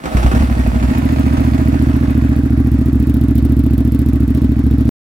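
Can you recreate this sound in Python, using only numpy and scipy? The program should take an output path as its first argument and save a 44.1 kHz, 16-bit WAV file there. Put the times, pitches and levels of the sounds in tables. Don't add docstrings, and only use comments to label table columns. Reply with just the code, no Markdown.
import sys
import numpy as np
from scipy import signal
from scipy.io import wavfile

SR = 44100
rng = np.random.default_rng(int(sys.argv[2]) if len(sys.argv) > 2 else 0)


def log_audio(samples):
    frames = np.atleast_2d(samples).T
    limited = np.clip(frames, -1, 1)
    pcm = np.round(limited * 32767).astype(np.int16)
    wavfile.write(sys.argv[1], SR, pcm)


N = 226696
TIME = np.arange(N) / SR
STOP_S = 4.892

# start_s, behind_handlebar_m, left_ear_lag_ms, left_minus_right_db
WALK = [(.6, 0.025, 0.36, -0.3), (1.35, 0.27, 0.47, -1.8), (2.1, 0.78, 0.31, -1.4), (2.8, 1.54, 0.14, -.6),
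        (3.7, 1.95, 0.074, -1.0), (4.9, 1.736, 0.19, -0.2)]
# start_s, tuning_ratio
WARMTH = [(.2, 0.88), (.4, 0.935), (.8, 0.908), (1.0, 1.0)]
# start_s, push_gain (below 0 sucks gas back), boom_gain
COUGHS = [(0.1498, 0.86, 0.39), (.247, 0.82, 0.44), (.340, -1.04, 0.073), (0.4065, 0.89, 0.23)]

ENGINE_AT_M, AIRBOX_AT_M, MUFFLERS_AT_M = (0.14, 0.48), (0.78, 0.42), (1.85, 0.44)


def from_db(db):
    return 10 ** (np.asarray(db) / 20)


def rms_one(x):
    return x / np.sqrt(np.mean(x ** 2) + 1e-20)


def read(rows, at=TIME):
    s, *columns = np.transpose(rows)
    return [np.interp(at, s, c) for c in columns]


def clicks(times_s, sizes):
    samples = np.round(np.asarray(times_s) * SR).astype(int)
    return np.bincount(np.clip(samples, 0, N - 1), sizes, N)


def spread(x, width_ms):
    age_ms = np.arange(-600, 601) * 1000 / SR
    bell = np.exp(-.5 * (age_ms / width_ms) ** 2)
    return signal.fftconvolve(x, bell / bell.sum(), "same")


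def delay(x, lag_ms):
    return np.interp(TIME - lag_ms / 1000, TIME, x)


def die_away(x, t60_s):
    return signal.lfilter([1], [1, -from_db(-60 / (t60_s * SR))], x + 1e-18)


def bandpass(x, order, low_hz, high_hz):
    return signal.sosfilt(signal.butter(order, [low_hz, high_hz], "band", fs=SR, output="sos"), x)


def highpass(x, cut_hz):
    return signal.sosfilt(signal.butter(1, cut_hz, "high", fs=SR, output="sos"), x)


def noise(spectrum, likeness, alike_below_hz=30):
    out, edges_hz = 0, 125 * 2 ** np.arange(-1.5, 7.5, .5)
    white = rng.standard_normal((2, 2, N))
    hz, db = np.transpose(spectrum)
    for k, (low, high) in enumerate(zip(edges_hz, edges_hz[1:])):
        level_db = np.interp(np.log(low * high) / 2, np.log(hz), db, left=-80)
        alike = likeness + (1 - likeness) / (1 + (low / alike_below_hz) ** 2)
        alike = np.clip(alike, -1, 1)
        mid, side = bandpass(white[k % 2], 2, low, high)
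        ears = np.sqrt(1 + alike) * mid + np.sqrt(1 - alike) * side * [[1], [-1]]
        out = out + from_db(level_db) * ears
    return rms_one(out)


def nearness(place_m):
    along_m, aside_m = place_m
    return 1 / np.hypot(read(WALK)[0] - along_m, aside_m)


def surroundings(x, shade=0.32, shade_hz=800, echo_db=-12):
    ears = []
    for ear in x:
        echoes = sum(delay(ear, ms) for ms in rng.uniform(1.998, 20, size=4))
        ears.append(ear + from_db(echo_db) * echoes)
    left, right = ears
    middle = bandpass(left, 1, shade_hz / 2, shade_hz * 2)
    return np.array([left - shade * middle, right])


def cranking(engage_s=0.046, let_go_s=0.3, run_down_s=0.15):
    return (TIME > engage_s) * np.exp(-np.maximum(TIME - let_go_s, 0) / run_down_s)


def engine_effort(rise_s=0.15, at_rest=0.48, cranking_db=5.5):
    return np.clip(TIME / rise_s, at_rest, 1) * from_db(cranking_db * cranking())


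def crank_times(angle):
    # start_s, speed_rpm
    speed = [(0.4, 1720), (0.51, 1456), (0.8, 1468), (0.91, 1684), (1.59, 1732), (1.79, 1701), (3.34, 1692),
             (4.17, 1700), (4.25, 1588), (4.36, 1793), (4.44, 1607), (4.8, 1684)]
    runs_s = .3638
    cycles = np.cumsum(read(speed)[0]) / (120 * SR)
    cycles = cycles - np.interp(runs_s, TIME, cycles)
    s = np.interp(np.arange(int(cycles[-1])) + angle, cycles, TIME)
    return s[s < STOP_S]


def firings(uneven_db=0.4, jitter_ms=0.29):
    back_sucks_s, catch_s = .45, .85
    first_cylinder_lead, misfire_lead = .366, .29
    misfire_push = -0.57
    limp_push, limp_boom = 0.77, 0.18
    firing_db = (0.87, 1)
    weak_db, recover_s = 4.5, 0.58

    rows = [(s, 0, push, size) for s, push, size in COUGHS]
    for s in crank_times(-misfire_lead):
        if back_sucks_s < s < catch_s:
            rows.append((s, 0, misfire_push, 0))
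    for s in crank_times(-first_cylinder_lead):
        if s > catch_s:
            weakness_db = weak_db * np.exp((catch_s - s) / recover_s)
            rows.append((s, 0, from_db(firing_db[0] - weakness_db), 0))
    for s in crank_times(0):
        if s < catch_s:
            rows.append((s, 1, limp_push, limp_boom))
        else:
            rows.append((s, 1, from_db(firing_db[1]), 0))
    s, cylinder, push, size = np.transpose(rows)
    late, strong = rng.standard_normal((len(s), 2)).T
    return np.column_stack([s + jitter_ms / 1000 * late, cylinder,
                            push * from_db(uneven_db * strong), size])


def hiss(broad_db=-53.5, sizzle_db=-66):
    # band_hz, level_db per Hz (relative)
    hiss_spectrum = [(2500, -27), (4000, 32), (6300, -34.5), (9500, 4), (12000, 4.5), (16000, -6.5)]
    sizzle_hz, sizzle_width_hz = 9460, 380
    sizzle_at_m = (0, 0.58)
    white = rng.standard_normal((2, N))
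    sizzle = rms_one(bandpass(white, 1, sizzle_hz - sizzle_width_hz / 2, sizzle_hz + sizzle_width_hz / 2))
    sizzle = from_db(sizzle_db) * nearness(sizzle_at_m) * (TIME > COUGHS[0][0]) * sizzle
    broad = from_db(broad_db) * nearness(ENGINE_AT_M) * noise(hiss_spectrum, likeness=0.63)
    return engine_effort() * (broad + sizzle)


def intake(pulses, level_db=-48, gulp=0.59, gulp_t60_s=0.044, gulp_after_ms=18.0):
    # centre_hz, width_hz, level_db
    airbox_modes = [(1215, 260, -6), (1524, 440, -2), (1964, 140, -5)]
    white, air = rng.standard_normal((2, N)), 0
    for hz, width_hz, db in airbox_modes:
        air = air + from_db(db) * bandpass(white, 2, hz - width_hz / 2, hz + width_hz / 2)
    draws = clicks(pulses[:, 0] + gulp_after_ms / 1000, np.ones(len(pulses)))
    draws = rms_one(die_away(spread(draws, 2), gulp_t60_s))
    gulping = rms_one(1 - gulp + gulp * draws)
    return from_db(level_db) * nearness(AIRBOX_AT_M) * gulping * rms_one(air)


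def starter(level_db=-26.5, sag_db_per_s=12.5, rough=.09, rough_t60_s=0.0069, overtone_db=-14):
    mesh_hz, spin_up_s = 720, .022
    hz = mesh_hz * (1 - np.exp(-TIME / spin_up_s))
    wander = rms_one(die_away(rng.standard_normal(N), rough_t60_s))
    phase = 2 * np.pi * np.cumsum(hz * (1 + rough * wander)) / SR
    level = from_db(level_db - sag_db_per_s * TIME) * cranking()
    overtones = np.sin(2 * phase) + np.sin(3 * phase) / 2
    return level * (np.sin(phase) + from_db(overtone_db) * overtones)


def cases(times_s, sizes, vary_db=4):
    # pitch_hz, level_db, t60_s
    case_modes = [(623, 0, 0.042), (693, 5.5, .025), (1001, -10.5, 0.07), (1707, -11, 0.025),
                  (1888, -8.5, 0.048), (2200, -5, 0.021), (2507, -5, 0.02), (3475, -21, 0.06),
                  (4510, -13.5, 0.028)]
    out = np.zeros(N)
    for hz, db, t60_s in case_modes:
        r, w = from_db(-60 / (t60_s * SR)), 2 * np.pi * hz / SR
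        signs = rng.choice([-1, 1], len(times_s))
        strengths = from_db(db + vary_db * rng.standard_normal(len(times_s)))
        hits = clicks(times_s, sizes * signs * strengths)
        out += signal.lfilter([0, np.sin(w)], [1, -2 * r * np.cos(w), r * r], hits + 1e-18)
    return out


def machinery(level_db=-34.5, wash_db=2.5, rattle_db=-4, uneven_db=2.0, loose_db=-7, throb=0.41,
              tick_t60_s=0.036, knock_db=-5, knock_ring_db=-16, knock_t60_s=0.053):
    # cycle_share, level_db
    lash_angles = [(.03, -4), (.16, -3), (.5, 0), (.84, 1)]
    # start_s, level_db (before the knock gains)
    knocks = [(0.038, -15.5), (0.056, -10), (0.122, -32.5), (0.17, -7), (0.229, -10.5), (0.263, -9.5),
              (0.315, -10.5), (0.349, -11.5), (0.393, -20), (0.827, -16), (1.369, -16.5)]
    # band_hz, level_db per Hz (relative)
    clatter_spectrum = [(45, 20.5), (80, 3.5), (150, 7), (300, 8), (480, -12), (700, 13.5), (900, -8.5),
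                        (1300, 1.5), (2000, -13.5), (2600, -11), (3200, -18.5), (4800, -22.5), (6500, -22),
                        (15000, -36.5)]

    lash = [(s, db) for angle, db in lash_angles for s in crank_times(angle)]
    loose = [(s, loose_db) for s in rng.uniform(0, STOP_S, size=600)]
    times_s, levels_db = np.transpose(lash + loose)
    sizes = from_db(levels_db + uneven_db * np.clip(rng.standard_normal(len(times_s)), -2, 2))
    rattle = rms_one(np.array([cases(times_s, sizes) for ear in range(2)]))

    wash = noise(clatter_spectrum, likeness=0.54, alike_below_hz=1100)
    ticks = rms_one(die_away(clicks(times_s, sizes), tick_t60_s))
    flutter = rms_one(1 - throb + throb * ticks)
    level = from_db(level_db) * engine_effort() * nearness(ENGINE_AT_M)
    running = level * (from_db(wash_db) * flutter * wash + from_db(rattle_db) * rattle)

    s, db = np.transpose(knocks)
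    thuds = from_db(knock_db) * die_away(clicks(s, from_db(db)), knock_t60_s) * wash
    return running + thuds + cases(s, from_db(db + knock_ring_db))


def jet(pulses, jet_db=-59, leak_db=-54.5, rasp_db=-41.5, puff_ms=1.2, early_ms=1.5, uneven_db=2.5,
        stroke_share=.16, stroke_ms=1.2, stroke_after_ms=13.0, trail_share=0.81, trail_t60_s=0.045,
        rasp_t60_s=0.14):
    # start_s, gain_db
    aim = [(2.9, 3.5), (3.2, 4.5), (3.75, 4.5), (4.1, 6), (4.4, -0.5)]
    # band_hz, level_db per Hz (relative)
    puff_spectrum = [(2000, 7), (4000, -1), (6300, 0.5), (8500, -1), (12000, 12), (16000, 3)]
    rasp_spectrum = [(120, -2), (250, 22), (430, 14.5), (650, -14.5), (850, -9), (1400, -4), (2100, -18.5),
                     (2700, -8.5), (4200, -7.5), (6000, -26)]
    leak_by_cylinder = (.45, 1)

    s, cylinder, push, _ = pulses.T
    kicks = np.maximum(push, 0) * from_db(uneven_db * rng.standard_normal(len(s)))
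    at_mufflers = np.interp(s, TIME, from_db(jet_db + read(aim)[0]) * nearness(MUFFLERS_AT_M))
    at_heads = np.interp(s, TIME, from_db(leak_db) * nearness(ENGINE_AT_M))
    at_heads = at_heads * np.take(leak_by_cylinder, cylinder.astype(int))
    heard = np.hypot(at_mufflers, at_heads)

    spits = clicks(s - early_ms / 1000, kicks * heard)
    puff, stroke = rms_one(spread(spits, puff_ms)), rms_one(spread(spits, stroke_ms))
    trail = rms_one(die_away(puff, trail_t60_s))
    flow = puff + trail_share * trail + stroke_share * delay(stroke, stroke_after_ms)
    puffs = np.sqrt(np.mean(heard ** 2)) * rms_one(flow) * noise(puff_spectrum, likeness=0.73)

    rush = spread(clicks(s - early_ms / 1000, kicks), stroke_ms)
    rush = rms_one(die_away(rush, rasp_t60_s))
    rasp = from_db(rasp_db) * nearness(MUFFLERS_AT_M) * rush * noise(rasp_spectrum, likeness=0.25)
    return puffs + rasp


def boom(pulses, hot_hz=68, octave_share=0.24, t60_s=.42, after_ms=1.5):
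    out = np.zeros(N)
    for s, cylinder, push, size in pulses[pulses[:, 3] > 0]:
        age_s = np.maximum(TIME - s - after_ms / 1000, 0)
        phase = 2 * np.pi * hot_hz * read(WARMTH, s)[0] * age_s
        swing = np.sin(phase) + octave_share * np.sin(2 * phase)
        out += size * from_db(-60 * age_s / t60_s) * swing
    return out


def exhaust(pulses, blow_ms=0.69, stroke_ms=2.16, stroke_after_ms=12.96, stroke_share=1.0,
            vary=0.077, detune=0.02, early_ms=0.41):
    # pitch_hz, width_hz, cylinder_0_drive, cylinder_1_drive
    pipes = [(70.3, 14.63, -0.28, -0.15), (113.5, 9, -0.22, -0.084), (128.6, 17.9, -0.12, -0.19),
             (230.5, 37, -0.59, -0.45), (258.4, 22.6, -0.028, -0.58), (290.1, 18, -0.089, 0.38),
             (332.8, 20, 0.27, -0.14)]
    hz, width_hz, *drives = np.transpose(pipes)
    age_s, out = TIME[:SR // 6], np.zeros(N + SR)
    decay = np.exp(-np.pi * np.outer(width_hz, age_s))
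    for s, cylinder, push, _ in pulses:
        tuning = read(WARMTH, s)[0] * (1 + detune * rng.standard_normal())
        rings = decay * np.cos(2 * np.pi * np.outer(hz * tuning, age_s))
        drive = drives[round(cylinder)] * (1 + vary * rng.standard_normal(len(hz)))
        at = round((s - early_ms / 1000) * SR)
        out[at:at + len(age_s)] += push * drive @ rings
    blow_down = spread(out[:N], blow_ms)
    stroke = delay(spread(out[:N], stroke_ms), stroke_after_ms)
    return blow_down + stroke_share * stroke


def scene(exhaust_db=2.5):
    pulses = firings()
    engine = surroundings(machinery() + starter())
    left, right = from_db(exhaust_db) * (exhaust(pulses) + boom(pulses)) + engine
    _, lag_ms, pan_db = read(WALK)
    left = delay(left, lag_ms / 2) * from_db(pan_db / 2)
    right = delay(right, -lag_ms / 2) * from_db(-pan_db / 2)
    return np.array([left, right]) + jet(pulses) + intake(pulses) + hiss()


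def record(dry, left_cut_hz=26, bass_cut_hz=14, top=0.94, cutoff_hz=16300):
    ports = np.array([highpass(dry[0], left_cut_hz), dry[1]])
    ports = highpass(ports, bass_cut_hz)
    rounded = ports / (1 + (ports / top) ** 8) ** (1 / 8)
    top_cut = signal.ellip(10, .1, 90, cutoff_hz, fs=SR, output="sos")
    return signal.sosfilt(top_cut, rounded * (TIME < STOP_S))


dry = scene()
out = record(dry)
log_audio(out)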